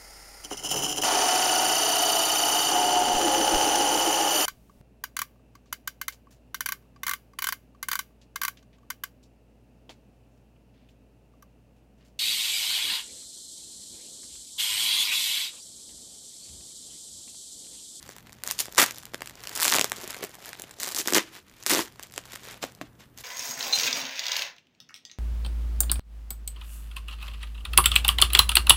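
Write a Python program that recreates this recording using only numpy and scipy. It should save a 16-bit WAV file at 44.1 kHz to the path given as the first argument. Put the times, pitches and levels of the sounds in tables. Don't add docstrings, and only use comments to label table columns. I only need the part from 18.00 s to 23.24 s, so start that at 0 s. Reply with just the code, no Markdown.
import sys
import numpy as np
from scipy import signal
from scipy.fft import rfft, irfft
from scipy.io import wavfile

SR = 44100
rng = np.random.default_rng(int(sys.argv[2]) if len(sys.argv) > 2 else 0)


def invert_db(level):
    return 10 ** (np.asarray(level, dtype=float) / 20)


def output_pcm(signal):
    pcm = np.clip(np.atleast_2d(signal).T, -1, 1) * 32767
    wavfile.write(sys.argv[1], SR, np.round(pcm).astype(np.int16))


N = 230942

# [s, dB, dB, dB]
CREASES = [(0.0278, -28.5, -12, -26), (0.0914, -26, -6, -4.5), (0.1646, -30.5, 0, -7),
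           (0.1836, -30, 0, -14.5), (0.2699, -39, 3, -11), (0.3294, -29.5, -3.5, -25.5),
           (0.4366, -14.5, -6.5, -41), (0.4753, -9.5, -7.5, -20.5), (0.5112, -6, -8, -28),
           (0.5902, -9.5, -19, -27), (0.6069, -14, -9.5, -36), (0.6566, -23.5, -0.5, -38),
           (0.6827, -39.5, 8, 11), (0.7247, -24.5, -7, -29), (0.7485, -23.5, -5, -38),
           (0.7726, -20, -21, -25), (0.7825, -6.5, -2, -18), (0.7867, 0, -2, -25), (0.9089, -18.5, -4, -13),
           (0.9836, -23.5, -19, -16.5), (1.0333, -31, 0.5, -16), (1.0542, -25, -12, -61),
           (1.1445, -17.5, 2, -2.5), (1.2197, -22.5, 5, -2), (1.2735, -27.5, 2.5, -21),
           (1.2963, -27, 0, -21), (1.3546, -29.5, -19, -11.5), (1.4371, -25, -26, -34),
           (1.4721, -20.5, -2, -30), (1.4939, -21, -6, -29),
           (1.7847, -9, 2.5, -3.5), (1.7946, -5, -6, -8), (1.812, -2, -10, -11), (1.8436, -5, -7.5, -12.5),
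            (1.8975, -22, -17, -28), (1.9187, -8.5, 1, -7), (1.9667, -24, -20, -30), (1.979, -29, -7, -13),
            (2.0018, -28, -29, -6), (2.0767, -20.5, -23, -8), (2.1003, -25, -26, -11),
            (2.1055, -20, -7, -17.5), (2.1448, -28, 8.5, -7), (2.188, -30, -13, -10), (2.2088, -35, 1, -25),
            (2.2259, -32, -12, -24), (2.2388, -20.5, -1.5, -29), (2.2937, -35, -1, -2),
            (2.353, -28.5, -1.5, -10), (2.458, -26, 0, -29), (2.491, -25, -4, -34),
            (2.531, -24.5, 1.5, -16), (2.5974, -22, -29, -9.5), (2.6198, -21, -13, -19),
            (2.6803, -44, -2, -20), (2.7107, -28, -16, -22), (2.787, -31.5, -17, -6),
           (3.0742, -7, -17, -14.5), (3.083, -13, 4, -21), (3.1046, -16, -21, -40),
            (3.6363, -26, -15, -22), (3.6641, -4.5, -6, -26.5), (3.669, -12, -5, -24.5),
            (3.7915, -15.5, 4.5, -11.5), (3.9955, -28.5, 5.5, -5), (4.028, -24, -13, -19),
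            (4.0334, -24, -15, -32), (4.0698, -35, -11, -23), (4.1226, -31.5, -20, -22),
            (4.139, -26.5, -1, -30), (4.1618, -24, -12, -19), (4.1787, -14.5, 1, -4.5),
            (4.2545, -31, -1, -19), (4.321, -26, -30, -26), (4.3582, -27.5, 6, -14), (4.639, -20.5, 5, 3),
            (4.7213, -35.5, -1, -19), (4.75, -35, -23, -11), (4.8134, -30.5, 10, -10),
            (4.9984, -42, -14, -1), (5.176, -26.5, -11, -26),
           (0.7587, -26, -20, -20), (0.7807, -1, 1, -20), (0.791, -4, -4, -11), (0.7961, -8, -2, -9),
        (0.806, -2, -1, -15.5), (0.81, -10, -5, -9), (0.8164, -4, -3.5, -13), (0.8244, -9.5, 6, -10),
        (0.8278, -5, -1, -4), (0.8381, -6.5, 2, -11), (0.862, -14.5, -6, -13), (1.733, -11, 0, -9),
        (1.7381, -4, -8, -21), (1.7517, -6, -6, -8.5), (1.7592, -5, -8, -11.5), (1.7647, -6, -1, -10),
        (3.124, -10, 1, -4.5), (3.1351, -4, -20, -13), (3.1467, -2.5, -11, -19),
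        (3.1529, -15.5, 11.5, -1.5), (3.1643, -8, 0, -38), (3.1724, -6, -1, -4.5), (3.182, -9.5, 3, -2.5),
        (3.677, -16, -17, -22.5), (3.6826, -17, -7, -34), (3.689, -22, 0, -28),
           (0.078, -35, 2, -17), (0.2947, -38.5, 5, -16), (0.465, -25, -20, -28), (0.523, -27, -10.5, -27),
         (0.582, -28, -9.5, -26), (0.5967, -15, -20.5, -26), (1.136, -33.5, 5, 5), (1.207, -32, -1, 2.5),
         (1.259, -28, 2, -17), (1.5163, -33.5, 8.5, -8.5), (1.55, -31, -11, -29), (2.639, -33.5, 7, 4),
         (3.059, -34, 15, -0.5), (4.63, -30, 6, 2),
           (1.553, -16, -13, -40), (1.5586, -19.5, -15, -22), (1.5617, -13, -12, -39),
        (1.5652, -20.5, -4, -31), (1.5752, -13.5, -6, -45), (1.5774, -31, -7, -17), (1.5804, -20, -24, -32),
        (1.5864, -25, 5, -23), (1.5895, -27, -17, -31), (1.5942, -21, 4, -27), (1.6004, -12.5, -2, -32),
        (1.6066, -11, -21, -30), (1.611, -16, -21, -27), (1.616, -25, 10, -26), (1.6184, -9, -23, -28),
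        (1.6251, -10, -1, -34), (1.6306, -4.5, -23, -26), (1.6342, -18, -5, -40), (1.6377, -12, -28, -20),
        (1.6451, -4, -17, -22), (1.65, -7, -9, -35), (1.6533, -10, 3, -30), (1.6561, -21, -15, -22),
        (1.659, -8, -10, -30), (1.6629, -17.5, -19, -25), (1.6668, -12, -6, -21), (1.6697, -18, 1, -31),
        (1.6731, -32, -7, -21), (1.6756, -15, 2, -36), (1.6798, -4, -4, -23), (1.685, -16, -3, -23),
        (1.6879, -12, -15, -27), (1.691, -18, -24, -31), (1.6942, -12, -22, -37), (1.6995, -6, -26, -27),
        (1.7028, -22, -21, -40), (1.7075, -12, -26, -32), (1.7105, -32, -10, -13), (1.7134, -22, 3, -9),
        (1.7157, -13, -17, -14), (1.721, -3.5, -13, -25), (1.7252, -21, 20, -8), (1.7448, -17, 14, -14),
        (1.767, -31, -4, -20), (1.7727, -15, -9, -15), (1.778, -30, -8, -15),
           (2.8006, -17, -22, -37), (2.8048, -19.5, -6.5, -28), (2.8117, -23, -7, -36), (2.818, -20, -10, -38),
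        (2.8219, -24, -17, -36), (2.828, -23, -6, -32), (2.8323, -12.5, -6, -31), (2.839, -18.5, -15, -46),
        (2.842, -24, -15, -9), (2.8453, -19, 0, -11), (2.854, -21, -9, -29), (2.862, -19.5, -7, -23),
        (2.8732, -19.5, -11, -10), (2.8785, -18, -5, -14), (2.8808, -23, -9, -31), (2.8893, -15, -18, -19),
        (2.8981, -31, -15, -24), (2.9209, -18, -18, -27), (2.9264, -25, -6, -23), (2.9475, -11, -27, -20),
        (2.9542, -20, -4, -36), (2.9596, -25, -17, -28), (2.962, -12.5, -22, -34), (2.9652, -17, -21, -34),
        (2.9673, -16, -3, -29), (2.9723, -22, -18, -34), (2.976, -16, -5.5, -24), (2.9843, -15, -19, -21),
        (2.9882, -10.5, -18, -30), (2.9914, -18, -16, -33), (2.9935, -22, -14, -13), (2.9976, -21, -9, -37),
        (3.001, -21, -3, -20), (3.0057, -32, -10, -44), (3.0101, -21, -16, -28), (3.014, -20, -4, -22),
           (0.7993, 0, -0.5, -28), (0.803, -7, -2, -22), (0.8119, -17, -13, -27), (0.8184, -8, -1, -23),
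         (0.8206, -12, -10, -37), (0.8315, -6, -1, -22), (0.835, -14, -6, -8), (0.8412, -14, 5, -15),
         (3.697, -7.5, -13, -25), (3.7025, -13, -19, -35), (3.706, -8, 1.5, -13), (3.71, -8, -8.5, -24),
         (3.7116, -19, -8, -20), (3.7142, -5, -6, -29), (3.718, -9.5, -0.5, -14), (3.7209, -14, -19, -30),
         (3.7244, -19, -9, 4), (3.7276, -10, -7, -12), (3.731, -15, -3, -13), (3.7352, -5, -4.5, -16),
         (3.7385, -16, -7, -26), (3.7425, -10, -3.5, -17), (3.7486, -11, -6.5, -6), (3.756, -16, 0, -19),
         (3.762, -13, 3.5, -15), (3.7642, -18, -17.5, -6), (3.7719, -18, -8, 0), (3.7762, -21, -10, -3),
         (3.782, -19, -7.5, -1), (3.7847, -24, -2, -15), (3.7871, -32, -14, -31), (3.796, -30, -4, -1),
         (3.7988, -27, -1, -8), (3.8003, -28, -12, -15), (3.8055, -32, 7, -27), (3.8078, -16.5, -2.5, -20),
         (3.8137, -29, -7, -3), (3.8152, -29, 8, -8),
           (1.9613, -26, -21, -22), (1.9849, -30, -8, -13), (2.0138, -24.5, -20, -15),
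          (2.022, -28, -13, -26), (2.0409, -21, -16, -7), (2.0457, -28, -19, -10), (2.0957, -37, -15, -24),
          (2.1086, -28, 1, -9), (2.1196, -27, -12, -23), (2.129, -28, 3, -8), (2.1394, -31, 3, -17),
          (2.166, -25, -5, -6), (2.2424, -37, -3, -2), (2.2477, -22, -8, -15), (2.2521, -29, -8, -11),
          (4.3338, -33, -18, -16), (4.3406, -32, -13, -16), (4.3543, -24.5, -12, -33),
          (4.4467, -36, -9, -22), (4.451, -37, -8, -22), (4.459, -34, -5, -23), (4.4717, -38, -7, -6),
          (4.503, -39, -14, -13), (4.511, -28, -3, -12), (4.5203, -29, -11, -25), (4.5299, -34, -13, -22)]
# freq_hz [Hz], level_db [dB per Hz]
CRACK = [(2600, -5), (3500, -1.5), (5200, 0), (7600, -0.5), (8500, -12)]
# freq_hz [Hz], level_db [dB per Hz]
SIZZLE = [(7500, -8.5), (8600, 0.5), (11000, 1.5), (14500, 1.5), (16000, -4.5)]
# freq_hz [Hz], level_db [dB per Hz]
BODY = [(600, -9.5), (1000, -2.5), (1950, -1), (2600, -3.5), (3600, -5)]
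# freq_hz [Hz], level_db [dB per Hz]
FULL_BAG = [(130, -14), (250, -5.5), (420, -3.5), (750, -3.5), (1100, -12)]
# freq_hz [Hz], level_db [dB per Hz]
EMPTY_BAG = [(120, -22), (210, -8), (345, 1), (470, -6), (700, -13), (1000, -28)]
SIZZLE_DB, SIZZLE_SPREAD_DB = -3.5, 1
SIZZLE_PER_AIR = -0.087


def snaps():
    creases = np.array(CREASES)
    start_s, crack_db, body_db, air_db = creases.T
    sizzle_db = SIZZLE_DB + SIZZLE_PER_AIR * (air_db - air_db.mean())
    sizzle_db = sizzle_db + SIZZLE_SPREAD_DB * rng.standard_normal(len(start_s))
    crack = bursts(CRACK, start_s, crack_db - 0.4, kick=7.5, fall_ms=1.0, late_ms=0.14)
    sizzle = bursts(SIZZLE, start_s, crack_db + sizzle_db, kick=5.0, fall_ms=1.0, late_ms=0.12)
    body = bursts(BODY, start_s, crack_db + body_db - 0.8, kick=7.4, fall_ms=1.0, late_ms=0.15)
    slack, puffed = [
        bursts(bag, start_s, crack_db + air_db - 3.0, kick=11.0, fall_ms=0.99, late_ms=0.33)
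        for bag in (FULL_BAG, EMPTY_BAG)]
    return crack + sizzle + body + air_pocket(slack, puffed)


def bursts(spectrum, times, peaks_db, kick, fall_ms, late_ms):
    ms = np.arange(700) * 1000 / SR - late_ms
    chance = rng.standard_normal((len(times), 702))
    fall = fall_ms * np.exp(0.25 * chance[:, :1])
    source = chance[:, 2:] * np.exp(-np.abs(ms) / np.where(ms < 0, 0.08, fall))
    source[:, np.argmin(np.abs(ms))] = -kick * np.exp(0.45 * chance[:, 1])
    rows = signal.fftconvolve(source, kernel(spectrum)[None], axes=1)[:, :900]
    rows *= (invert_db(peaks_db) / np.abs(rows).max(axis=1))[:, None]
    out = np.zeros(N + 900)
    for start_s, row in zip(times, rows):
        at = round(start_s * SR)
        out[at:at + 900] += row
    return out[:N]


HOLLOW_START_S, HOLLOW_END_S = 2.95, 3.9


def air_pocket(slack, puffed):
    t = np.arange(N) / SR
    return np.where((t > HOLLOW_START_S) & (t < HOLLOW_END_S), puffed, slack)


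def rustle():
    fine_db, body_db, air_db = effort_db()
    effort = np.clip((fine_db + 61.0) / 35, 0, 1)
    settling = np.clip(np.abs(np.gradient(fine_db)) * SR / 300, 0, 1)
    ticks_per_s = (240 + 600 * effort) * invert_db(3.1 * drift(25))
    born = rng.random(N) < ticks_per_s / SR
    size = np.minimum(rng.exponential(1, N), 2.3)
    sizes = born * invert_db(4.94 * (1.5 - 1.03 * effort) * size)
    keep = np.exp(-1000 / (0.4 * SR))
    parts = []
    for spectrum, hiss in zip((CRACK, SIZZLE, BODY, FULL_BAG, EMPTY_BAG), (0.47, 0.35, 0.83, 1.0, 1.0)):
        share = invert_db(2.7 * rng.standard_normal(N))
        ticks = rms_one(signal.lfilter([1], [1, -keep], sizes * share))
        envelope = (1 - 0.71 * settling) * ticks + hiss * invert_db(3.0 * drift(17.6))
        stir = envelope * rng.standard_normal(N)
        parts.append(rms_one(signal.fftconvolve(stir, kernel(spectrum))[:N]))
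    crack, sizzle, body, slack, puffed = parts
    fine = invert_db(fine_db - 1.0) * (crack + invert_db(-2.5) * sizzle)
    return fine + invert_db(body_db + 2.38) * body + invert_db(air_db - 1.1) * air_pocket(slack, puffed)


# [dB, film body re ticks]
GRIPS = [(0.072, 0.06, 0.076, -58, -3), (0.447, 0.011, 0.057, -45, -2.5), (0.501, 0.0069, 0.02, -37, -11.5),
         (0.599, 0.033, 0.009, -28.5, -13.5), (0.783, 0.028, 0.047, -27, -1),
         (0.924, 0.046, 0.081, -52.5, -9.5), (1.138, 0.005, 0.0019, -51, -10),
         (1.225, 0.014, 0.052, -59, 0), (1.477, 0.13, 0.06, -48.5, -6.5), (1.65, 0.15, 0.13, -45, 4.5),
         (1.75, 0.23, 0.018, -46.5, 4), (1.848, 0.09, 0.017, -42.5, -0.5), (1.965, 0.03, 0.22, -53, 3),
         (2.229, 0.016, 0.0044, -39.5, 1.5), (2.457, 0.083, 0.04, -48, -3), (2.6, 0.062, 0.014, -56.5, 0),
         (2.804, 0.023, 0.076, -42.5, -3), (2.914, 0.046, 0.015, -44, -7),
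            (2.986, 0.055, 0.027, -35, -8.5), (3.076, 0.041, 0.025, -39.5, -3.5),
            (3.145, 0.058, 0.038, -32, -0.5), (3.344, 0.063, 0.033, -50.5, -1.5),
            (3.613, 0.062, .03, -56.5, -0.5), (3.665, 0.005, 0.016, -38.5, -10),
            (3.695, 0.015, 0.11, -31.5, -1.5), (4.032, 0.064, 0.0017, -54.5, 0.5),
            (4.176, 0.05, 0.0042, -48.5, -1.5), (4.345, 0.078, 0.0025, -51, 1.5),
            (4.451, 0.091, 0.084, -51, 3), (4.625, 0.016, 0.012, -39.5, -1),
            (4.818, 0.0059, 0.0026, -53.5, 6), (5.002, 0.0073, 0.0028, -53, 3),
            (5.177, 0.0093, 0.036, -49, -5.5)]
# start_s [s], ticks_db [dB]
IDLE = [(0, -65), (0.41, -66), (0.75, -60), (1.19, -64.5), (1.42, -60.5), (2.75, -60.5), (3.3, -64.5),
        (3.48, -74), (3.94, -68), (4.4, -68), (4.6, -66.5), (5.24, -82)]
SLACK_DB, RELAX_DB_PER_S = -62, 287
IDLE_BODY_DB, IDLE_AIR_DB = 2.5, 2.5
GRIP_AIR_DB, HOLLOW_AIR_DB = -4, 1


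def effort_db():
    t = np.arange(0, N, 16) / SR
    idle = invert_db(np.interp(t, *np.transpose(IDLE))) ** 2
    fine = idle
    body = idle * invert_db(2 * IDLE_BODY_DB)
    air = idle * invert_db(2 * IDLE_AIR_DB)
    for full_s, rise_s, hold_s, ticks_db, depth_db in GRIPS:
        air_db = GRIP_AIR_DB + HOLLOW_AIR_DB * (HOLLOW_START_S < full_s < HOLLOW_END_S)
        rising = (ticks_db - SLACK_DB) * np.maximum(full_s - t, 0) / max(rise_s, 0.002)
        relaxing = RELAX_DB_PER_S * np.maximum(t - full_s - hold_s, 0)
        power = invert_db(ticks_db - rising - relaxing) ** 2
        fine = fine + power
        body = body + power * invert_db(2 * depth_db)
        air = air + power * invert_db(2 * (depth_db + air_db))
    return [np.interp(np.arange(N) / SR, t, 10 * np.log10(power)) for power in (fine, body, air)]


# start_s [s], peak_db [dB], pitch_hz [Hz]
KNOCKS = [(1.812, -22, 405), (1.844, -27, 410), (1.9182, -27.5, 390), (1.982, -34, 377), (2.033, -39, 350),
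          (2.041, -31, 365), (2.194, -37, 430), (2.211, -34, 410), (2.2267, -26, 443), (2.2385, -23.5, 405),
          (2.385, -39, 730), (3.731, -23, 355), (3.7924, -23, 324), (3.7925, -15, 960), (4.179, -38.5, 312),
          (4.475, -35.5, 477), (4.638, -24, 525), (4.639, -31.5, 251), (4.8135, -27.5, 304),
          (4.8135, -26, 655), (4.836, -38, 296), (4.8134, -31, 1020), (1.221, -32, 1550),
          (1.9194, -28, 1580), (3.1648, -15.5, 383), (0.787, -3.5, 1920)]
KNOCK_CYCLES = 10.9
KNOCK_THIN_HZ, KNOCK_SOFT_HZ = 151, 2500


def knocks():
    t = np.arange(round(0.1 * SR)) / SR
    out = np.zeros(N + SR)
    for start_s, peak_db, pitch_hz in KNOCKS:
        at = round(start_s * SR)
        decay = invert_db(peak_db - 60 * t * pitch_hz / KNOCK_CYCLES)
        out[at:at + len(t)] += decay * np.sin(2 * np.pi * pitch_hz * t)
    band = signal.butter(1, [KNOCK_THIN_HZ, KNOCK_SOFT_HZ], "band", fs=SR, output="sos")
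    return signal.sosfilt(band, out[:N])


# delay_s [s], level_db [dB]
ECHOES = [
    (.0073, -34.5),
    (0.011, -16.5),
    (0.0193, -40),
]
ROOM_T60_S, ROOM_DB, WALL_CUT_HZ = 0.26, -17, 7900


def room(x):
    t = np.arange(round(0.4 * SR)) / SR
    white = rng.standard_normal(len(t))
    dull = signal.sosfilt(signal.butter(1, WALL_CUT_HZ, fs=SR, output="sos"), white)
    tail = dull + (white - dull) * np.exp(-t / 0.034)
    tail *= invert_db(-60 * t / ROOM_T60_S) * (1 - np.exp(-t / 0.0021))
    tail *= invert_db(ROOM_DB) / np.sqrt(np.sum(tail ** 2))
    for delay_s, level_db in ECHOES:
        tail[round(delay_s * SR)] += invert_db(level_db)
    return signal.fftconvolve(x, tail)[:N]


# freq_hz [Hz], level_db [dB per Hz]
RUMBLE = [(25, -7), (129, -11), (215, -11.5), (253, -14.5), (600, -26), (1530, -31), (5580, -48),
          (15500, -40)]
# start_s [s], level_db [dB]
LEAN = [
    (0, 3.5),
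    (2.049, 3),
    (2.25, -0.5),
    (3.6, 0),
    (3.8, 2.5),
    (5.24, 4.5),
]
RUMBLE_DB, HUM_DB, HUM_HZ = -60, -64.5, 120


def background():
    white = rng.standard_normal(N + 4096)
    noise = rms_one(signal.fftconvolve(white, kernel(RUMBLE, size=4096))[4096:N + 4096])
    t = np.arange(N) / SR
    hum = np.sin(2 * np.pi * HUM_HZ * t + 0.5 * drift(2.5)) * invert_db(HUM_DB + 1.63 * drift(2.1))
    lean = invert_db(np.interp(t, *np.transpose(LEAN)))
    return lean * (invert_db(RUMBLE_DB) * noise + hum)


def rms_one(x):
    return x / np.sqrt(np.mean(x ** 2) + 1e-20)


def kernel(spectrum, size=1024):
    hz, db = np.transpose(spectrum)
    octave = np.log2(np.maximum(np.arange(2 * size + 1), 1) * SR / (4 * size))
    beyond = np.maximum(np.log2(hz[0]) - octave, 0) + np.maximum(octave - np.log2(hz[-1]), 0)
    gain = invert_db(np.interp(octave, np.log2(hz), db) - 13.1 * beyond)
    cepstrum = irfft(np.log(gain))
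    cepstrum[1:2 * size] *= 2
    cepstrum[2 * size + 1:] = 0
    return irfft(np.exp(rfft(cepstrum)))[:size]


def drift(rate_hz):
    r = np.exp(-2 * np.pi * rate_hz / SR)
    return rms_one(signal.lfilter([1], [1, -2 * r, r * r], rng.standard_normal(N + SR))[SR:])


def scene():
    bag = snaps() + knocks()
    return (bag + room(bag) + rustle() + background())[None]


def roll_off(x):
    return signal.sosfilt(signal.butter(12, 16500, fs=SR, output="sos"), x)


def record(dry):
    thin = signal.sosfilt(signal.butter(3, 44, "high", fs=SR, output="sos"), dry)
    rounded = 1.2 * np.tanh(thin / 1.2)
    cut = signal.sosfilt(signal.ellip(8, 0.5, 32, 15350, fs=SR, output="sos"), rounded)
    return roll_off(cut)


dry = scene()
out = record(dry)
output_pcm(out)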